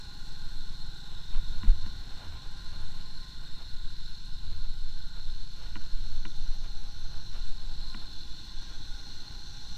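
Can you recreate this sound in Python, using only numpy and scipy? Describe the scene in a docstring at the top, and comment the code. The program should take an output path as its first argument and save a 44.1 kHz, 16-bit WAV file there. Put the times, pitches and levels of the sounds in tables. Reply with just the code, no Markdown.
"""A sealed case on a motorcyclist's chest, on a rough mountain road: jolts and wind pump it, mostly below 40 Hz.
Wind and engine clatter hiss through the case's resonances; tyre roar and the own engine come through body and frame.
The mount knocks, fabric rubs, fairing panels hum and the frame booms: struck modes and filtered noise.
Behind: a second motorcycle built of firing harmonics, and cicadas, cricket and bush cricket of narrow noise."""
import sys
import numpy as np
from scipy import signal
from scipy.fft import rfft, irfft
from scipy.io import wavfile
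from scipy.ndimage import uniform_filter1d

SR = 44100
rng = np.random.default_rng(int(sys.argv[2]) if len(sys.argv) > 2 else 0)


def int16_out(signal):
    """Quantize to a 16-bit WAV file."""
    q = np.round(np.clip(np.atleast_2d(signal).T, -1, 1) * 32767)
    wavfile.write(sys.argv[1], SR, q.astype(np.int16))


N = 430857
T = np.arange(N) / SR  # s

# Pumping of the case, in bumps, strongest near 1.4 and 6 s. Each row: time in seconds, rms level in dB.
PUMP_DB = [(0, -39), (.55, -23), (.75, -30.5), (1.25, -30.5), (1.42, -22), (1.9, -25), (2.25, -34),
           (3.05, -27), (3.45, -34.5), (3.75, -24), (4.22, -33.5), (4.45, -23.5), (5.4, -28), (6.0, -22),
           (6.9, -26), (7.6, -25), (8.2, -31), (8.95, -29), (9.77, -35)]
# Pumping spectrum. Each row: frequency in Hz, relative level in dB per Hz.
PUMP_SPECTRUM = [(1.5, 10), (4, 0.5), (8, 6.5), (16, 1.5), (30, -11.5), (50, -23.5), (90, -32.5),
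                 (170, -48.5), (300, -52), (500, -67.5), (900, -77.5)]
# Big suspension jolts. Each row: middle in seconds, level before the bell envelope in dB, swing in Hz.
JOLTS = [(1.368, -12, 12), (1.698, -5.5, 21)]
# Tyre and wind roar. Each row: time in seconds, level in dB.
ROAR_DB = [(0, -56), (1, -65), (1.5, -50), (1.8, -48), (2.2, -49), (3, -54.5), (4, -60), (4.5, -54),
           (5, -61.5), (5.8, -55), (6.5, -58), (7.5, -55), (8.5, -54.5), (9.77, -50)]
# Roar spectrum. Each row: frequency in Hz, relative level in dB per Hz.
ROAR_SPECTRUM = [(30, -13), (50, 10.5), (78, -24), (100, 0), (170, -10.5), (250, -14.5), (400, -24),
                 (550, -53), (900, -58.5)]
# Modes of the case's air and walls. Each row: frequency in Hz, width in Hz, relative level in dB.
CASE_MODES = [(855, 128, -14), (1030, 245, -12.5), (1433, 106, -6), (1541, 263, -9), (1914, 400, -17.5),
              (2930, 630, -15.5), (3656, 515, -5), (4166, 540, 1.5), (5100, 150, -14.5), (5260, 440, -14),
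              (5770, 2230, -19.5), (7550, 1940, -24), (8670, 370, -32), (9930, 410, -34.5),
              (11000, 1200, -38.5), (12160, 550, -37), (13900, 2300, -44)]
# Leak of the walls between the modes. Each row: frequency in Hz, relative level in dB.
WALL_LEAK = [(300, -18.5), (650, -21.5), (1250, -41), (2400, -21.5), (5000, -31), (8500, -34),
             (15000, -38.5)]
# Hiss balance. Each row: time in seconds, change in dB of the middle band, the lower modes, the treble.
HISS_BALANCE_DB = [(0, -1.5, 1, 2), (1.2, -2, 1, 1), (2.4, -1, 2.5, .5), (3.5, -1.5, 1, 0),
                   (4, 0, -1.5, -1.5), (4.7, -2, -2.5, -2.5), (6, -1.2, -1, -1.5), (7.2, -.5, -2, -1.5),
                   (8.1, 2, -1.5, 0), (8.8, .5, 1.5, .5), (9.77, 1.5, 0, .5)]
# Modes of the struck mount. Each row: frequency in Hz, relative level in dB, 60 dB decay in seconds.
MOUNT_MODES = [(208.5, -2.5, 0.12), (278, -9.5, 0.035), (319, -8.5, 0.094), (730, -25, 0.12),
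               (1005, -2.5, 0.029), (1160, 0, 0.0076), (1440, 0.5, 0.028), (1926, 2.5, 0.012),
               (2370, -4.5, 0.021), (2860, 3.5, 0.013)]
# Blows on the mount. Each row: time in seconds, low body gain in dB, upper ring gain at 1 kHz in dB,
# dullness of the ring in dB per octave.
KNOCKS = [(1.631, -31.5, -39.5, 3), (1.645, -40, -41, 7), (1.67, -39, -48, 7), (1.86, -38, -44.5, 5),
          (5.754, -35.5, -40, -1), (5.764, -43, -40.5, 5), (6.251, -36, -38.5, -0.5), (6.263, -41, -47, 8),
          (7.9437, -37, -37, 2.5)]
# Own engine speed. Each row: time in seconds, firings per second.
ENGINE_FIRINGS_HZ = [(0, 24.93), (.81, 25.01), (1.22, 24.6), (1.63, 24.2), (3.26, 24.58), (3.66, 23.97),
                     (4.07, 22.5), (4.88, 18.7), (5.3, 18.4), (7.73, 20.9), (8.14, 21.86), (8.6, 22.2),
                     (8.96, 21.72), (9.77, 20.6)]
# Own engine load. Each row: time in seconds, gain in dB.
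ENGINE_LOAD_DB = [(0, -72.5), (1, -69.5), (1.5, -79), (2.6, -72.5), (3.3, -72), (4, -74.5), (5, -80),
                  (7.6, -75), (8.2, -69.5), (9.2, -70.5), (9.77, -75.5)]
# Frame and body response. Each row: frequency in Hz, gain in dB.
ENGINE_SPECTRUM = [(20, -31), (48, 19), (80, -1), (170, -1.5), (230, -1), (290, 0), (420, -10.5),
                   (600, -42)]
# Gear whine under load. Each row: time in seconds, level in dB before its waver.
GEAR_DB = [(7.9, -100), (8.3, -73), (8.7, -62.5), (9.0, -68), (9.2, -92)]
# Speed of the other motorcycle. Each row: time in seconds, firings per second.
OTHER_FIRINGS_HZ = [(0, 19.9), (.41, 20.63), (.81, 21.5), (1.22, 22.25), (1.63, 22.73), (2.04, 23.12),
                    (2.85, 24.6), (3.66, 24.74), (4.07, 25.3), (4.48, 26.28), (4.88, 27.2), (5.29, 27.74),
                    (6.11, 28.67), (6.92, 29.71), (7.33, 30.27), (8.96, 30.54), (9.77, 31.2)]
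# Load of the other motorcycle. Each row: time in seconds, gain in dB.
OTHER_LOAD_DB = [(0, -56.5), (1.3, -55.5), (2, -60.5), (3, -56), (3.8, -59), (4.2, -55.5), (5.3, -57.5),
                 (6.5, -57.5), (7.5, -58.5), (9.77, -61)]
# Exhaust response of the other motorcycle. Each row: frequency in Hz, gain in dB.
EXHAUST_SPECTRUM = [(60, -46), (100, -4.5), (130, -1), (170, -3), (200, -10), (280, -27.5)]
# Cicadas passing by. Each row: time in seconds, chorus level in dB.
CICADA_DB = [(0, -76), (2.5, -71), (4, -89), (5.2, -72.5), (6.3, -65), (7.4, -64), (7.7, -78), (8.2, -73),
             (8.6, -62.5), (9.3, -62.5), (9.77, -60)]
# Cicada drums. Each row: frequency in Hz, pole width in Hz, relative level in dB.
CICADA_DRUMS = [(5470, 130, -2), (5790, 130, 0), (5960, 150, 0), (6150, 170, -3), (6430, 130, -4)]
# Cricket note. Each row: time in seconds, pitch in Hz, level in dB.
CRICKET = [(8.1, 3470, -84), (8.17, 3470, -60), (8.55, 3470, -62), (8.7, 3410, -65), (8.85, 3430, -61),
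           (8.96, 3470, -59), (9.02, 3470, -90)]
# Bush cricket, one row: a beat in seconds, last beat in seconds, rasps per second, frequency in Hz,
# pole width in Hz, level at the beat in dB before its waver.
RASPS = (3.0, 8.5, 5.5, 11094, 300, -82.5)
# Start and end of the rasps' fade-in in seconds.
RASP_FADE_S = (1.5, 3.0)
# Spectrum of the dull rub. Each row: frequency in Hz, relative level in dB per Hz.
RUB_SPECTRUM = [(150, 6), (300, 0), (650, 2), (1000, 1), (1500, -4.5), (2000, -3.5), (3000, -5.5),
                (4500, -27)]
# Clothing and strap rubs as the rider is shaken. Each row: middle in seconds, length in seconds,
# level of the dull part in dB, added to the steady rubbing.
RUBS = [(.5, .1, -73), (1.15, 0.13, -73), (1.365, .08, -56), (1.68, 0.081, -55.5), (1.87, 0.069, -65),
        (2.12, 0.27, -61), (2.24, 0.11, -59), (2.34, .07, -55), (2.455, 0.056, -60.5), (2.74, 0.062, -59),
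        (2.82, 0.066, -55.5), (2.99, 0.049, -61), (3.44, .08, -63.5), (3.61, 0.11, -64.5),
        (4.44, 0.059, -63.5), (4.525, 0.055, -60), (4.65, 0.034, -62.5), (5.18, 0.054, -57.5),
        (5.64, 0.09, -58), (5.83, 0.073, -63), (6.15, 0.088, -68), (6.51, .1, -70), (6.65, .1, -65),
        (6.84, .12, -68), (7.15, 0.12, -68), (7.37, 0.071, -60.5), (8.03, 0.07, -61), (9.0, 0.053, -66),
        (9.26, 0.18, -65.5)]
# Light rubbing that never stops. Each row: time in seconds, dull level in dB before its wander.
RUB_BED_DB = [(0, -70), (2, -71), (3.1, -85), (5, -74.5), (6.3, -68.5), (7.9, -65), (9.77, -72.5)]
# Humming fairing panels. Each row: frequency in Hz, pole width in Hz.
PANEL_MODES = [(814, 38), (1040, 24), (3700, 290)]
# Panel hum. Each row: time in seconds, level of each of the three panels in dB.
PANEL_DB = [(0, -68, -73, -67), (1.3, -73.5, -74, -54.5), (2.5, -69.5, -65, -67), (3.3, -75, -67, -69.5),
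            (3.6, -85, -79, -60), (4.5, -73, -78, -70), (5.5, -77, -73, -68), (6.3, -69, -78, -69),
            (7.8, -68.5, -70, -80), (8.5, -71, -71, -78), (9.77, -66, -83, -82)]
# Low mode of the frame, one row: frequency in Hz, pole width in Hz.
FRAME_MODE = (79.8, 14.6)
# Stones and ruts booming the frame. Each row: middle in seconds, length in seconds,
# level of the boom in dB, added to the steady bed.
BOOMS = [(1.17, 0.13, -50.5), (1.4, 0.078, -49), (1.66, .15, -42.5), (1.88, 0.24, -48), (2.3, .2, -51),
         (2.78, 0.26, -53.5), (4.53, 0.22, -49), (5.25, 0.092, -49), (5.78, 0.076, -44),
         (7.35, 0.29, -60.5)]

BOOM_BED_DB = -60
RUB_WANDER_DB, RUB_WANDER_S = 3.0, 0.053
GEAR_TEETH = 72
BODY_TOP_HZ = 500
DRUM_WAVER_DB = 1.6
EDGE_HZ = 15350


def gain_of(db):
    """Decibels to an amplitude factor."""
    return 10 ** (np.asarray(db) / 20)


def evened(x):
    """Scales to rms 1."""
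    return x / np.sqrt(np.mean(np.abs(x) ** 2) + 1e-20)


def white():
    """White noise of N samples."""
    return rng.standard_normal(N)


def read(points, hz):
    """Reads a spectrum table at the given frequencies, linear in dB over log frequency."""
    f, value = np.transpose(points)
    return np.interp(np.log(hz + 0.081), np.log(f), value)


def curves(rows):
    """Each column of a time table at every sample."""
    s, *columns = np.transpose(rows)
    return [np.interp(T, s, c) for c in columns]


def swells(rows):
    """Sum of bell-shaped gains, one per row of middle, length and level."""
    slow = T[::32]
    bells = sum(gain_of(db) * np.exp(-(2 * (slow - s) / length) ** 2) for s, length, db in rows)
    return np.interp(T, slow, bells)


def coloured(x, gain):
    """Filters by a gain given as a function of frequency."""
    return irfft(rfft(x) * gain(np.fft.rfftfreq(N, 1 / SR)), N)


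def drift(seconds):
    """Noise smoothed twice over the given span, rms 1."""
    size = max(int(seconds * SR), 2)
    return evened(uniform_filter1d(uniform_filter1d(white(), size), size))


def resonate(x, hz, width_hz):
    """Steep resonance: shifts hz down to zero, smooths by a double pole, shifts back."""
    turn = np.exp(2j * np.pi * np.cumsum(hz * np.ones(N)) / SR)
    r = np.exp(-np.pi * width_hz / SR)
    smooth = signal.lfilter([(1 - r) ** 2], [1, -2 * r, r * r], x / turn)
    return 2 * (turn * smooth).real


def case_gain(hz):
    """Summed power of the case's modes and its wall leak, as amplitude; nothing up to 250 Hz."""
    modes = sum(gain_of(2 * db) / (1 + (2 * (hz - f) / w) ** 2) ** 2.66 for f, w, db in CASE_MODES)
    return np.sqrt(modes + gain_of(2 * read(WALL_LEAK, hz))) * (hz > 250)


def motor(speed, load, spectrum, wobble, waver_db, count):
    """Firing harmonics 2 to count - 1 of a single cylinder, each wavering; also returns the turns."""
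    rate_hz = curves(speed)[0]
    turns = np.cumsum(rate_hz * (1 + wobble * drift(0.08))) / SR
    slow = slice(None, None, 40)
    waver = uniform_filter1d(rng.standard_normal((count, len(T[slow]))), 220, axis=1)
    waver = gain_of(waver_db * evened(waver))
    tone = np.zeros(N)
    for k in range(2, count):
        strength = waver[k - 1] * gain_of(read(spectrum, k * rate_hz[slow]))
        tone += np.interp(T, T[slow], strength) * np.cos(2 * np.pi * k * turns - .25 * k * k)
    return gain_of(curves(load)[0]) * tone, turns


def cicadas():
    """Drums as fuzzy resonant bands, each wavering."""
    drums = sum(gain_of(db + DRUM_WAVER_DB * drift(0.11)) * resonate(white(), hz, w)
                for hz, w, db in CICADA_DRUMS)
    return evened(drums) * gain_of(curves(CICADA_DB)[0])


def cricket():
    """One thin note: noise through a very narrow, gliding resonance."""
    hz, db = curves(CRICKET)
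    return evened(resonate(white(), hz, 12)) * gain_of(db)


def bush_cricket():
    """Narrow noise rasping in steady time."""
    beat_s, last_s, rate_hz, hz, width_hz, db = RASPS
    beat = .5 + .5 * np.cos(2 * np.pi * rate_hz * (T - beat_s))
    beat = beat * np.interp(T, RASP_FADE_S, (0, 1)) * (T < last_s + .5 / rate_hz)
    return gain_of(db + 2.8 * drift(.25)) * beat ** 2 * evened(resonate(white(), hz, width_hz))


def other_motorcycle():
    """Steadier exhaust harmonics of the second motorcycle, climbing in speed."""
    return motor(OTHER_FIRINGS_HZ, OTHER_LOAD_DB, EXHAUST_SPECTRUM, .002, 1.8, count=11)[0]


def grit():
    """Faint treble crackle: bright bursts of uneven size, decaying with a 1 ms time constant."""
    sizes = gain_of(2.6 * np.minimum(rng.exponential(1, N), 2.8))
    hits = sizes * (rng.random(N) < 70 / SR)  # 70 per s on average
    bursts = signal.lfilter([1], [1, -np.exp(-1 / (0.001 * SR))], hits) * white()
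    bright = coloured(bursts, lambda hz: case_gain(hz) / (1 + (6500 / (hz + 1)) ** 8))
    return gain_of(-77.5) * evened(bright)


def panels():
    """Fairing panels' narrow modes, kept ringing by the shaking."""
    return sum(gain_of(db) * evened(resonate(white(), hz, width_hz))
               for (hz, width_hz), db in zip(PANEL_MODES, curves(PANEL_DB)))


def frame_boom():
    """The frame's low mode, swelling over stones and ruts."""
    return (gain_of(BOOM_BED_DB) + swells(BOOMS)) * evened(resonate(white(), *FRAME_MODE))


def own_engine():
    """Firing harmonics through frame and body, and gear whine at the tooth rate."""
    firing, turns = motor(ENGINE_FIRINGS_HZ, ENGINE_LOAD_DB, ENGINE_SPECTRUM, 0.003035, 3.67, count=24)
    whine = gain_of(curves(GEAR_DB)[0] + 2.5 * drift(.03)) * np.sin(2 * np.pi * GEAR_TEETH * turns)
    return firing + whine


def scrape():
    """Dense slips of fabric on plastic: a dull rub, and a part ringing the case's lower modes."""
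    slips = gain_of(1.53 * rng.exponential(1, N)) * (rng.random(N) < 1500 / SR)  # 1500 per s on average
    slips = slips * rng.choice([-1, 1], N) * gain_of(2.0 * drift(0.035))
    # the phase term makes the lows lag
    dull = coloured(slips, lambda hz: gain_of(read(RUB_SPECTRUM, hz)) * np.exp(-1j * np.sqrt(hz) * 0.7956))
    ringing = sum(gain_of(db) * resonate(slips, hz, 1.12 * w) for hz, w, db in CASE_MODES if hz < 3200)
    bed = gain_of(curves(RUB_BED_DB)[0] + RUB_WANDER_DB * drift(RUB_WANDER_S))
    return (evened(dull) + gain_of(-12.0) * evened(ringing)) * (swells(RUBS) + bed)


def ring(body_db, upper_db, dull_db, shifts):
    """One blow: each mode starts within 4 ms, rises in part of a cycle and decays."""
    t = np.arange(4000) / SR
    out = np.zeros(len(t))
    for (hz, db, t60_s), shift in zip(MOUNT_MODES, shifts):
        u = np.maximum(t - 0.00398 * shift, 0)
        blow_db = body_db if hz < BODY_TOP_HZ else upper_db - dull_db * np.log2(hz / 1000)
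        rise = 1 - np.exp(-u * hz / 0.42)
        out += gain_of(db + blow_db - 60 * u / t60_s) * rise * np.sin(2 * np.pi * hz * u)
    return out


def mount():
    """Knocks ringing the mount's modes."""
    out = np.zeros(N)
    for (s, *blow), shifts in zip(KNOCKS, rng.random((len(KNOCKS), len(MOUNT_MODES)))):
        part = out[round(s * SR):][:4000]
        part += ring(*blow, shifts)[:len(part)]
    return out


def roar():
    """Tyre and wind roar through the rider's body: low noise in lumps."""
    noise = coloured(white(), lambda hz: gain_of(read(ROAR_SPECTRUM, hz)))
    return evened(noise * gain_of(3.5 * drift(0.016))) * gain_of(curves(ROAR_DB)[0])


def hiss():
    """Wind and engine clatter through the case, in drifting patches with a shared flicker."""
    hz, t, z = signal.stft(coloured(white(), case_gain), SR, nperseg=512)
    hz = hz[:, None]
    patches = uniform_filter1d(rng.standard_normal(z.shape), 4, 0)
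    patches = evened(uniform_filter1d(patches, 30, 1))
    flicker = np.interp(t, T, drift(0.098) + 1.9 * drift(0.0042))
    flicker = flicker * np.clip((hz / 9000) ** 0.28, .15, 1.8)  # stronger in the treble
    middle_db, low_db, treble_db = (np.interp(t, T, c) for c in curves(HISS_BALANCE_DB))
    low = 1 / (1 + (hz / 2500) ** 6)
    treble = 1 / (1 + (6000 / (hz + 1)) ** 8)
    balance_db = low * low_db + treble * treble_db + (1 - low - treble) * middle_db
    z = z * gain_of(1.02 * patches + 0.48 * flicker + balance_db)
    return gain_of(-50.5) * evened(signal.istft(z, SR, nperseg=512)[1][:N])


def pumping():
    """Road shocks and gusts squeeze the sealed air: lumpy near-infrasound and two single swings."""
    sway = coloured(white(), lambda hz: gain_of(read(PUMP_SPECTRUM, hz)))
    out = evened(sway) * gain_of(curves(PUMP_DB)[0])
    for s, db, hz in JOLTS:
        u = (T - s) * hz * 2 * np.pi
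        out += gain_of(db) * np.sin(u) * np.exp(-(u / 2.6) ** 2)
    return out


def scene():
    """Sum of all sources, one channel."""
    insects = cicadas() + cricket() + bush_cricket()
    machines = other_motorcycle() + own_engine() + panels() + frame_boom()
    case = grit() + scrape() + mount() + roar() + hiss() + pumping()
    return (insects + machines + case)[None]


def record(dry):
    """Low-pass at the recorder's band edge."""
    lowpass = signal.firwin(1023, EDGE_HZ, window=("kaiser", 10), fs=SR)
    return signal.oaconvolve(dry, lowpass[None], "same")


dry = scene()
out = record(dry)
int16_out(out)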